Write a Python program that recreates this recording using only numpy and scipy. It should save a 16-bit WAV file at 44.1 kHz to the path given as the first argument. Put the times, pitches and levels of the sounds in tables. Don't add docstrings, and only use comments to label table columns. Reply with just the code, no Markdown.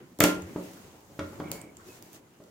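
import sys
import numpy as np
from scipy import signal
from scipy.io import wavfile

SR = 44100
rng = np.random.default_rng(int(sys.argv[2]) if len(sys.argv) > 2 else 0)


def pcm_store(signal):
    levels = np.round(np.clip(np.atleast_2d(signal), -1, 1) * 32767)
    wavfile.write(sys.argv[1], SR, levels.astype(np.int16).T)


def gain_from_db(level_db):
    decades = np.asarray(level_db, float) / 20
    return 10 ** decades


N = 110250

# start_s, level_db
HAND_DRAG = [(0.0, -49), (0.26, -67.5), (0.37, -41), (0.44, -48), (0.51, -48), (0.67, -52), (0.91, -55),
             (1.2, -54.5), (1.38, -47), (1.51, -44), (1.71, -54.5), (2.08, -56), (2.2, -57), (2.5, -62)]
# freq_hz, level_db_per_hz
RUMBLE_SPECTRUM = [(15, -44), (25, -18), (64, -8), (129, -3), (231, -5), (338, -3), (466, -9.5), (558, -12),
                   (3000, -27), (3900, -54), (6600, -120)]
# start_s, level_db
CLOTH_SLIDE = [(0, -69.5), (.18, -68.5), (.45, -62.5), (.56, -59), (.65, -55.5), (.9, -62), (1.05, -67),
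               (1.25, -60.5), (1.55, -62), (1.7, -71), (1.83, -64), (1.88, -56.5), (1.97, -58), (2.01, -65),
               (2.11, -63), (2.16, -55), (2.21, -71.5), (2.5, -68)]
# freq_hz, level_db_per_hz
CLOTH_SPECTRUM = [(290, -52), (500, -6.5), (690, -15.5), (1640, -16.5), (2940, -19), (6860, -21),
                  (15100, -27.5), (15800, -22), (16500, -47)]
# start_s, crack_db, ring_db, ring_hz, left_over_right_db
METAL_TICKS = [(0.188, -32, -50, 4730, -5), (0.2036, -9, -14, 14600, -2.5), (0.2381, -7, -18.5, 14160, -4),
               (.4205, -43, -39, 6800, 3), (1.1938, -43, -40, 6440, 4), (1.3987, -49, -47, 4470, 3),
               (1.5154, -20.5, -30, 7020, 1), (1.6148, -43.5, -38.5, 8210, -10.5),
               (1.7691, -44.5, -38.5, 7400, -0.5), (2.0242, -37, -46, 12140, -4),
               (2.1307, -43, -46, 13500, -2), (2.144, -48, -61, 9350, -5), (2.439, -52, -56, 4400, 2)]
# freq_hz, level_db_per_hz
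CRACK_SPECTRUM = [(1470, -24), (2500, -2), (4180, -5), (6650, 0), (11500, -4), (14500, -3), (16500, -14)]
# start_s, peak_db, contact_cutoff_hz
TABLE_BUMPS = [(0.191, -30.5, 630), (.205, -13, 2310), (0.2386, -13, 3240), (.5597, -28.5, 706),
               (.945, -53.5, 1090), (1.0952, -49, 292), (1.1908, -25.5, 1490), (1.1942, -45.5, 2860),
               (1.33, -44, 910), (1.3998, -30.5, 1110), (1.515, -40, 905), (1.6371, -38, 447),
               (2.401, -43, 780)]
# freq_hz, level_db, t60_s
BODY_MODES = [(183.4, -8, 0.57), (216.4, -13.5, 0.44), (299.3, 2, 0.21), (328.5, -1.5, 0.19),
              (384.4, 1, 0.18), (442, -8, 0.28), (520.7, -8.5, 0.31), (553, -6.5, 0.26), (605, -7, 0.28),
              (1044, -16.5, 0.2), (1300, -11.5, 0.21), (1327, -15, 0.34), (1391, -14, 0.29)]
# freq_hz, t60_s
ROOM_DECAY = [(100, 0.32), (260, 0.42), (700, 0.36), (1840, 0.33), (4850, 0.3), (12800, 0.27)]
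# freq_hz, level_db
ECHO_SPECTRUM = [(100, -2), (1000, 4.5), (6500, 3), (11000, 2.5), (16000, -5.5)]
# start_s, level_db, t60_s
TABLE_SWAYS = [
    (0.199, -20, 0.13),
    (.42, -32.5, 0.2),
    (1.196, -33, 0.38),
    (1.409, -43.5, 0.46),
]
# start_s, length_s, pitch_hz, width_hz, level_db
CLOTH_SQUEAKS = [
    (1.43, 0.34, 2250, 120, -56.5),
    (1.88, 0.083, 2550, 28, -61.5),
    (1.4, 0.22, 153, 28, -50.5),
    (1.09, 0.11, 570, 37, -61),
]
# freq_hz, left_right_likeness
STEREO_LIKENESS = [(30, 1), (70, 0.89), (150, 0.93), (400, 0.85), (800, 0.27), (1500, -0.0076),
                   (3000, -0.12), (8000, 0.1)]
# freq_hz, width_hz, gain
MIC_PORTS = [(6800, 1170, 0.7), (14600, 2300, 0.92)]

FIBRES_PER_S = 4600
CRACK_DECAY_S, RING_T60_S = 0.0017, 0.0052
KNOCK_DB, KNOCK_RISE_S, KNOCK_DECAY_S, MODES_DB = -2, 0.0022, 0.0066, -9
BUMP_ECHO_DB, TICK_ECHO_DB, RING_ECHO_DB, FIRST_ECHO_S = -3, -4.5, -8, 0.0036
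SWAY_HZ, SWAY_RISE_S = 88.9, 0.0099
BASS_CUT_HZ, TOP_CUT_HZ, TOP_LEAK_DB = 58, 16500, 35


def rms_one(x):
    return x / np.sqrt(np.mean(x ** 2) + 1e-20)


def in_time(rows):
    return np.interp(np.arange(N) / SR, *np.transpose(rows))


def at_hz(points, hz):
    freq_hz, value = np.array(points).T
    return np.interp(np.log(hz), np.log(freq_hz), value)


def drift(rate_hz):
    r = np.exp(-80 * np.pi * rate_hz / SR)
    white = rng.standard_normal(N // 40 + 2002)
    slow = signal.lfilter([1], [1, -2 * r, r * r], white)[2000:]
    return np.interp(np.arange(N) / 40, np.arange(len(slow)), rms_one(slow))


def ring(x, hz, t60_s):
    r = gain_from_db(-60 / (t60_s * SR))
    w = 2 * np.pi * hz / SR
    return signal.lfilter([0, np.sin(w)], [1, -2 * r * np.cos(w), r * r], x + 1e-18)


def bands(white, gain):
    out = 0
    edges_hz = 24 * 2 ** np.arange(0, 9.6, 0.5)
    for k, (low_hz, high_hz) in enumerate(zip(edges_hz, edges_hz[1:])):
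        band = signal.butter(2, [low_hz, high_hz], "band", fs=SR, output="sos")
        mid, side = signal.sosfilt(band, white[k % 2])
        hz = np.sqrt(low_hz * high_hz)
        alike = np.clip(at_hz(STEREO_LIKENESS, hz), -1, 1)
        stereo = np.sqrt(1 + alike) * mid + np.sqrt(1 - alike) * side * [[1], [-1]]
        out = out + gain(hz) * stereo
    return out


def add(out, x, start_s):
    i = int(start_s * SR)
    out[..., i:i + x.shape[-1]] += x[..., :N - i]


def rumble():
    together_db = 0.84 * drift(8)

    def gain(hz):
        return gain_from_db(at_hz(RUMBLE_SPECTRUM, hz) + together_db + 2.9 * drift(10)) * (hz < 3000)

    low = bands(rng.standard_normal((2, 2, N)), gain)
    return gain_from_db(in_time(HAND_DRAG) + 1.27) * rms_one(low)


def cloth():
    snaps = (rng.random(N) < FIBRES_PER_S / SR) * rng.exponential(1, N)
    grain = 1 + 0.88 * snaps
    together_db = 0.37 * drift(6.7)

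    def gain(hz):
        return gain_from_db(at_hz(CLOTH_SPECTRUM, hz) + together_db + 0.72 * drift(11)) * (hz > 400)

    swish = bands(rng.standard_normal((2, 2, N)) * grain, gain)
    return gain_from_db(in_time(CLOTH_SLIDE) + 2.78) * rms_one(swish)


def ticks():
    cracks, rings = np.zeros((2, N)), np.zeros((2, N))
    t = np.arange(2048) / SR
    for start_s, crack_db, ring_db, ring_hz, pan_db in METAL_TICKS:
        burst = rng.standard_normal((2, 2, len(t))) * np.exp(-t / CRACK_DECAY_S)
        pan = gain_from_db([[pan_db / 2], [-pan_db / 2]])
        crack = bands(burst, lambda hz: gain_from_db(at_hz(CRACK_SPECTRUM, hz)))
        tone = ring(burst[0], ring_hz, RING_T60_S)
        add(cracks, gain_from_db(crack_db) * pan * crack / abs(crack).max(), start_s)
        add(rings, gain_from_db(ring_db) * pan * tone / abs(tone).max(), start_s)
    return cracks, rings


def bumps():
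    out = np.zeros(N)
    t = np.arange(SR // 2) / SR
    strikes_db = rng.normal(0, 3.0, (len(TABLE_BUMPS), len(BODY_MODES)))
    for (start_s, peak_db, cutoff_hz), strike_db in zip(TABLE_BUMPS, strikes_db):
        dull = signal.butter(2, [150, cutoff_hz], "band", fs=SR, output="sos")
        rough = rms_one(signal.sosfilt(dull, rng.standard_normal(len(t))))
        knock = rough * np.exp(-t / KNOCK_DECAY_S) * np.minimum(t / KNOCK_RISE_S, 1)
        push = signal.sosfilt(signal.butter(2, cutoff_hz, fs=SR, output="sos"), t == 0)
        body = np.zeros(len(t))
        for (hz, mode_db, t60_s), change_db in zip(BODY_MODES, strike_db):
            body += gain_from_db(mode_db + change_db) * ring(push, hz, t60_s)
        add(out, gain_from_db(peak_db) * (gain_from_db(KNOCK_DB) * knock + gain_from_db(MODES_DB) * body), start_s)
    return out


def room(x):
    t = np.arange(SR // 2) / SR

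    def decay(hz):
        return gain_from_db(at_hz(ECHO_SPECTRUM, hz) - 60 * t / at_hz(ROOM_DECAY, hz))

    tail = bands(rng.standard_normal((2, 2, len(t))), decay)
    tail = tail * np.clip(t / FIRST_ECHO_S - 1, 0, 1)
    tail = tail / np.sqrt(np.sum(tail ** 2) / 2)
    return signal.fftconvolve(x, tail, axes=1)[:, :N]


def sways():
    out = np.zeros(N)
    t = np.arange(SR // 2) / SR
    boom = (1 - np.exp(-t / SWAY_RISE_S)) * np.sin(2 * np.pi * SWAY_HZ * t)
    for start_s, level_db, t60_s in TABLE_SWAYS:
        add(out, gain_from_db(level_db - 60 * t / t60_s) * boom, start_s)
    return out


def squeaks():
    out = np.zeros(N)
    for start_s, length_s, pitch_hz, width_hz, level_db in CLOTH_SQUEAKS:
        t60_s = 1.5 / width_hz
        tone = ring(ring(rng.standard_normal(SR // 2), pitch_hz, t60_s), pitch_hz, t60_s)
        u = np.arange(SR // 2) / SR / length_s
        swell = np.clip(np.minimum(u / 0.052, (1 - u) / 0.61), 0, 1)
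        add(out, gain_from_db(level_db) * rms_one(tone) * swell, start_s)
    return out


def scene():
    wood = bumps() * np.ones((2, 1))
    cracks, rings = ticks()
    metal_send = gain_from_db(TICK_ECHO_DB) * (cracks + gain_from_db(RING_ECHO_DB) * rings)
    echoes = room(gain_from_db(BUMP_ECHO_DB) * wood + metal_send)
    hits = wood + sways() + cracks + rings + echoes
    return hits + cloth() + rumble() + squeaks()


def roll_off(x):
    return signal.sosfilt(signal.butter(12, 17670, fs=SR, output="sos"), x)


def record(dry):
    x = dry
    for hz, width_hz, gain in MIC_PORTS:
        x = x + gain * signal.lfilter(*signal.iirpeak(hz, hz / width_hz, SR), dry)
    x = signal.sosfilt(signal.butter(2, BASS_CUT_HZ, "high", fs=SR, output="sos"), x)
    x = signal.sosfilt(signal.cheby2(12, TOP_LEAK_DB, TOP_CUT_HZ, fs=SR, output="sos"), x)
    return roll_off(x)


dry = scene()
out = record(dry)
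pcm_store(out)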